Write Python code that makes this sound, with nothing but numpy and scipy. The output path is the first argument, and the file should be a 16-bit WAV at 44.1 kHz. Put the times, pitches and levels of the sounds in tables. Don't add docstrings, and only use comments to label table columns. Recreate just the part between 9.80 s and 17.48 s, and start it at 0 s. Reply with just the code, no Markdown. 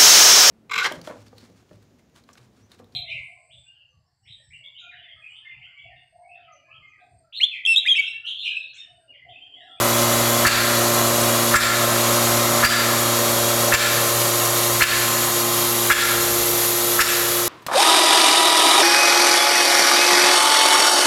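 import sys
import numpy as np
from scipy import signal
from scipy.fft import rfft, irfft
from scipy.io import wavfile

SR = 44100
rng = np.random.default_rng(int(sys.argv[2]) if len(sys.argv) > 2 else 0)


def pcm_store(signal):
    levels = np.round(np.clip(np.atleast_2d(signal), -1, 1) * 32767)
    wavfile.write(sys.argv[1], SR, levels.astype(np.int16).T)


N = 338688
TIME = np.arange(N) / SR
BINS = np.fft.rfftfreq(N, 1 / SR)
SHAFT_HZ = 29.32
EDGE_HZ = 17150

# (time [s], distance [m])
RETREAT = [(2.6, 0), (3.5, .2), (4.5, .5), (5.5, .8), (6.5, 1.05), (7.6, 1.2)]
# (multiple of shaft speed, level at the bench [dB],
# fall [dB/m], reflected share [0-1], place of a node [m], node spacing [m])
STRONG_ORDERS = [(4, -26.8, 11.8, .28, .06, 1.41), (8, -32.7, 8.8, .47, .51, .8), (10, -42, 10, .2, .4, .9),
                 (12, -30.6, -.7, .2, .44, 1.51), (16, -38.5, .8, .47, .76, .72),
                 (19, -32, 12.6, .39, .75, .7), (20, -26.8, 13.4, .31, .76, .7),
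                 (28, -43, -2.5, .3, .05, .6), (36, -32.4, 4.6, .37, .18, .98)]
# (multiple of shaft speed, level [dB])
WEAK_ORDERS = [(11, -50.5), (13, -47.5), (14, -48), (15, -50.5), (17, -49), (18, -42.5), (24, -42.5),
               (33, -45), (34, -43), (38, -50.5), (39, -47), (40, -41), (43, -43), (44, -47), (45, -39),
               (46, -45), (53, -47), (56, -50), (67, -44), (71, -42), (130, -47)]
# (frequency [Hz], level [dB], rms frequency waver [Hz])
STEADY_TONES = [(150, -48.5, 1.2), (6918, -42.5, 6), (10201, -50, 7), (5803, -47.5, 9), (3811, -48, 5)]
# (frequency [Hz], relative density [dB])
ROAR_COLOUR = [(35, -28), (60, -13), (105, -15), (200, -10), (420, -7), (580, 0), (700, -.5), (830, -4.5),
               (900, -4.5), (1120, -2), (1310, -1.2), (1500, -8.5), (2100, -11), (3000, -16.5), (6000, -46)]
# (frequency [Hz], relative density [dB])
HISS_COLOUR = [(500, -26.5), (1400, -5.5), (2000, -4.7), (2600, -5), (3250, -.9), (4300, -.7), (5300, -3.5),
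               (5800, -.3), (6150, -2.5), (6850, 2), (7700, -2), (8600, -4.5), (10000, -7.5), (14000, -30)]
# (frequency [Hz], relative density [dB])
FIZZ_COLOUR = [(7000, -34), (9300, -10.5), (10700, -1.5), (11300, -1), (11900, 0.5), (12700, -1.5),
               (13800, -9), (15000, -11), (16300, -18.5), (17200, -27.5)]
# (frequency [Hz], relative density [dB])
RUMBLE_COLOUR = [(30, -22), (52, 0), (66, 0), (95, -11), (200, -12), (350, -24), (600, -70)]
# (time [s], level before the decay [dB])
TICKS = [(0.531, -21), (6.0735, -15), (7.1645, -19)]
# (time [s], chuff level [dB], rush level [dB], rush delay [s], rush top edge [Hz],
# whistle frequency [Hz], whistle level [dB], drain level [dB])
BLOWS = [(0.6520, -11.3, -13, .014, 2800, 4500, -17.5, -17.3),
         (1.7420, -8.8, -10, .015, 2200, 7400, -19.5, -16),
         (2.8330, -10.5, -11, .014, 2750, 4750, -16.5, -17.3),
         (3.9245, -13, -12, .008, 3100, 7400, -24, -19), (5.0105, -14, -9.8, .010, 3200, 4300, -24, -21.3),
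         (6.1015, -10.7, -9.5, .010, 2550, 3300, -22, -19.8),
         (7.1935, -13, -13.8, .011, 2750, 5400, -25, -22)]
# (frequency [Hz], width [Hz],
# level as it cracks open [dB], level when wide open [dB])
PIPE_RESONANCES = [(1120, 110, -12.5, -18), (1375, 85, 0, -5), (1710, 170, 1.5, 3), (2040, 200, -10, -4),
                   (2330, 200, -17, -3), (2660, 200, -14, -.5)]
# (frequency [Hz], relative density [dB])
SPRAY_COLOUR = [(600, -26.5), (1300, 0), (2900, -6), (3600, -1), (4700, 1.5), (6300, -3), (7400, 1.5),
                (8400, -4), (12000, -5.5), (16500, -15)]
# (frequency [Hz], time to fall 60 dB [s])
ROOM_T60 = [(100, 0.54), (1400, 1.25), (2500, 1.05), (4500, .95), (8000, .85), (15000, .5)]
# (frequency [Hz], relative level [dB])
ROOM_COLOUR = [(60, -3), (1400, -.5), (2300, -1.5), (2850, -1.5), (3600, 3.5), (4800, 2.5), (7500, 2.5),
               (14000, -3)]
# (frequency [Hz], relative density [dB])
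DRAIN_COLOUR = [(700, -30), (1200, -7), (1370, 1), (1520, -3), (1750, 0), (2100, -2.5), (2500, -4),
                (2900, -7.5), (3500, -3.5), (4600, -6), (6000, -15), (7400, -12), (14000, -30)]
# (frequency [Hz], width [Hz], level against the drain [dB])
SINGING = [(1370, 22, -9), (1735, 40, -8), (2340, 90, -15), (3650, 130, -15)]
# (start of hold [s], hold [s], frequency [Hz], width [Hz], held level [dB])
LEAK_WHISTLES = [(4.3, .6, 9430, 110, -37), (5.2, .35, 7050, 400, -33), (6.5, .4, 12600, 220, -32),
                 (6.75, .65, 11850, 220, -32), (6.85, .8, 10850, 160, -37)]


def amp(db):
    return np.exp(np.asarray(db) * np.log(10) / 20)


def unit(x):
    return x / np.sqrt(np.mean(x ** 2) + 1e-20)


def read(points, hz):
    f, value = np.transpose(points)
    return np.interp(np.log(hz + 1), np.log(f + 1), value)


def add(mix, s, sound):
    part = mix[max(round(s * SR), 0):][:len(sound)]
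    part += sound[:len(part)]


def noise(colour):
    spectrum = rfft(rng.standard_normal(N)) * amp(read(colour, BINS))
    return unit(irfft(spectrum, N))


def drift(hz):
    grid = TIME[::256]
    f = np.fft.rfftfreq(len(grid), grid[1])
    spectrum = rfft(rng.standard_normal(len(grid))) / (1 + (f / hz) ** 4)
    return np.interp(TIME, grid, unit(irfft(spectrum, len(grid))))


def resonate(x, hz, width):
    r = np.exp(-np.pi * width / SR)
    poles = [1, -2 * r * np.cos(2 * np.pi * hz / SR), r * r]
    return np.sqrt(1 - r) * signal.lfilter([1, 0, -1], poles, x)


def band(x, hz, kind, order):
    sections = signal.butter(order, min(hz, SR / 2 - 1), kind, fs=SR, output="sos")
    return signal.sosfilt(sections, x)


def gate(t, start, length, rise, fall):
    before = np.minimum(t - start, 0)
    after = np.maximum(t - start - length, 0)
    return np.exp(before / rise - after / fall)


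def retreat():
    return np.interp(TIME, *np.transpose(RETREAT))


def standing_wave(metres, reflected, node, spacing):
    phase = 2 * np.pi * (metres - node) / spacing
    return np.sqrt(abs(1 + reflected ** 2 - 2 * reflected * np.cos(phase)))


def shaft_tone(order):
    turns = order * SHAFT_HZ * TIME + rng.random()
    return np.sqrt(2) * np.cos((2 * np.pi * turns).astype(np.float32))


def motor(waver=.12, weak_waver=.45, weak_db=-.7, weak_fall_db_per_m=3.2):
    metres = retreat()
    strong = np.zeros(N)
    for order, db, fall, *wave in STRONG_ORDERS:
        gain = amp(db - fall * metres) * standing_wave(metres, *wave)
        strong += gain * (1 + waver * drift(7)) * shaft_tone(round(order))
    weak = np.zeros(N)
    for order, db in WEAK_ORDERS:
        weak += amp(db) * (1 + weak_waver * drift(1.5)) * shaft_tone(round(order))
    return strong + amp(weak_db - weak_fall_db_per_m * metres) * weak


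def tones(flicker=.45):
    out = np.zeros(N)
    for hz, db, waver in STEADY_TONES:
        phase = 2 * np.pi * np.cumsum(hz + waver * drift(25)) / SR
        out += amp(db) * (1 + flicker * drift(5)) * np.sin(phase)
    return np.sqrt(2) * out


def bench(x, echo=.21, longest=.009, sway=.00005, count=7):
    out = x.copy()
    for delay in rng.uniform(.0012, longest, count):
        out += echo * np.interp(TIME - delay - sway * drift(.5), TIME, x, left=0)
    return unit(out)


def air(swell_db=.5, flicker_db=.45):
    metres = retreat()
    roar = amp(-23.5 - 6.2 * metres + swell_db * drift(9)) * noise(ROAR_COLOUR)
    hiss = amp(-23.1 - .6 * metres) * noise(HISS_COLOUR)
    fizz = amp(-25.6 + 1.9 * metres) * noise(FIZZ_COLOUR)
    leak = hiss + fizz
    return roar + np.std(leak) * bench(leak) * amp(flicker_db * drift(12))


def rumble(steady_db=-55, jostle_s=6.55, jostle_db=-47.5, swell_s=.25):
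    jostle = amp(jostle_db) * np.exp(-((TIME - jostle_s) / swell_s) ** 2)
    return (amp(steady_db) + jostle) * noise(RUMBLE_COLOUR)


def ticks(decay=.002, low_hz=6500):
    t = np.arange(SR // 50) / SR
    out = np.zeros(N)
    for s, db in TICKS:
        bright = unit(band(rng.standard_normal(len(t)), low_hz, "highpass", order=2))
        add(out, s, amp(db) * bright * np.exp(-t / decay))
    return out


def pipe_sound(flow, levels_db):
    out = np.zeros(len(flow))
    for (hz, width, *_), db in zip(PIPE_RESONANCES, levels_db):
        out += amp(db) * unit(resonate(flow, hz, width))
    return out


def valve(flutter_hz=230, flutter=.4, chuff_s=.012, rush_s=.026, low_hz=1100, spray_db=-13.3):
    lead = .02
    thump_delay, thump_width = .0185, .0052
    t = np.arange(SR // 5) / SR - lead
    _, _, cracked_db, open_db = np.transpose(PIPE_RESONANCES)
    out, jet, metres = np.zeros(N), noise(SPRAY_COLOUR), retreat()
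    for s, chuff_db, rush_db, rush_delay, top_hz, whistle_hz, whistle_db, _ in BLOWS:
        first, second = rng.standard_normal((2, len(t)))
        fluttering = 1 + flutter * np.cos(2 * np.pi * flutter_hz * t)
        puffs = first * gate(t, 0, chuff_s * .8, .004, .002) * fluttering
        flow = second * gate(t, rush_delay, rush_s * .7, .004, .011)
        chuff = band(pipe_sound(puffs, cracked_db), .68 * top_hz, "lowpass", order=4)
        rush = band(pipe_sound(flow, open_db), top_hz, "lowpass", order=6)
        chuff = amp(chuff_db) * unit(chuff)
        rush = amp(rush_db) * unit(rush)
        whistle = amp(whistle_db) * unit(resonate(flow, whistle_hz, 45))
        pipe = chuff * np.sqrt(chuff_s) + (rush + whistle) * np.sqrt(rush_s)
        pipe = band(pipe * np.sqrt(SR / len(t)), low_hz, "highpass", order=4)
        at = round(s * SR)
        spray = amp(spray_db) * jet[at:][:len(t)] * gate(t, .016, .012, .0035, .006)
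        u = (t - thump_delay) / thump_width
        thump = amp(-19 - 6.5 * metres[at]) * (2 * u ** 2 - 1) * np.exp(-u ** 2)
        add(out, s - lead, pipe + spray + thump)
    return out


def workshop(x, build=.014):
    t = np.arange(SR) / SR
    out = np.zeros(N)
    for turn in np.arange(3) / 3:
        hz, when, z = signal.stft(rng.standard_normal(SR), SR, nperseg=256)
        t60 = read(ROOM_T60, hz)[:, None]
        decay_db = read(ROOM_COLOUR, hz)[:, None] - 60 * when / t60
        even_energy = np.sqrt(2 * np.log(1000) / t60 / SR)
        z *= amp(decay_db) * even_energy
        tail = signal.istft(z, SR, nperseg=256)[1][:SR]
        tail = tail * (1 - np.exp(-(t / build) ** 2))
        share = np.sqrt(2 / 3) * np.cos(np.pi * (TIME / 4.4 + turn))
        out += signal.fftconvolve(x * share, tail)[:N]
    return out


def drain():
    flow, singing, pipe = np.zeros(N), np.zeros(N), np.zeros(N)
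    for s, *_, db in BLOWS:
        flow += amp(db) * gate(TIME, s + .07, .03, .025, .135)
        singing += amp(db) * gate(TIME, s + .025, .1, .025, .11)
    for hz, width, db in SINGING:
        pipe += amp(db) * unit(resonate(rng.standard_normal(N), hz, width))
    return flow * noise(DRAIN_COLOUR) + singing * pipe


def leak_whistles(fade=.07):
    out = np.zeros(N)
    for s, length, hz, width, db in LEAK_WHISTLES:
        whistle = unit(resonate(rng.standard_normal(N), hz, width))
        out += amp(db) * gate(TIME, s, length, fade, fade) * whistle
    return out


def scene():
    steady = motor() + tones() + air() + rumble()
    blows = ticks() + valve()
    echo = amp(-.3) * workshop(blows)
    return (steady + blows + echo + drain() + leak_whistles())[None]


def smooth(x, seconds):
    r = np.exp(-1 / (seconds * SR))
    start = x[:SR // 20].mean()
    return signal.lfilter([1 - r], [1, -r], x - start) + start


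def record(dry, threshold_db=-16.1, slope=1.26, sense=.006, attack=.012, recover=.075, ceiling=.85):
    level_db = 10 * np.log10(abs(smooth(dry[0] ** 2, sense)) + 1e-12)
    excess_db = np.maximum(level_db - threshold_db, 1e-6)
    peak_log = np.maximum.accumulate(np.log(excess_db) + TIME / recover)
    held_db = np.exp(peak_log - TIME / recover)
    ducked = dry * amp(-slope * smooth(held_db, attack))
    rounded = ducked / (1 + abs(ducked / ceiling) ** 6) ** (1 / 6)
    low_pass = signal.firwin(511, EDGE_HZ, window=("kaiser", 9), fs=SR)
    return signal.oaconvolve(rounded, low_pass[None], "same")


dry = scene()
out = record(dry)
pcm_store(out)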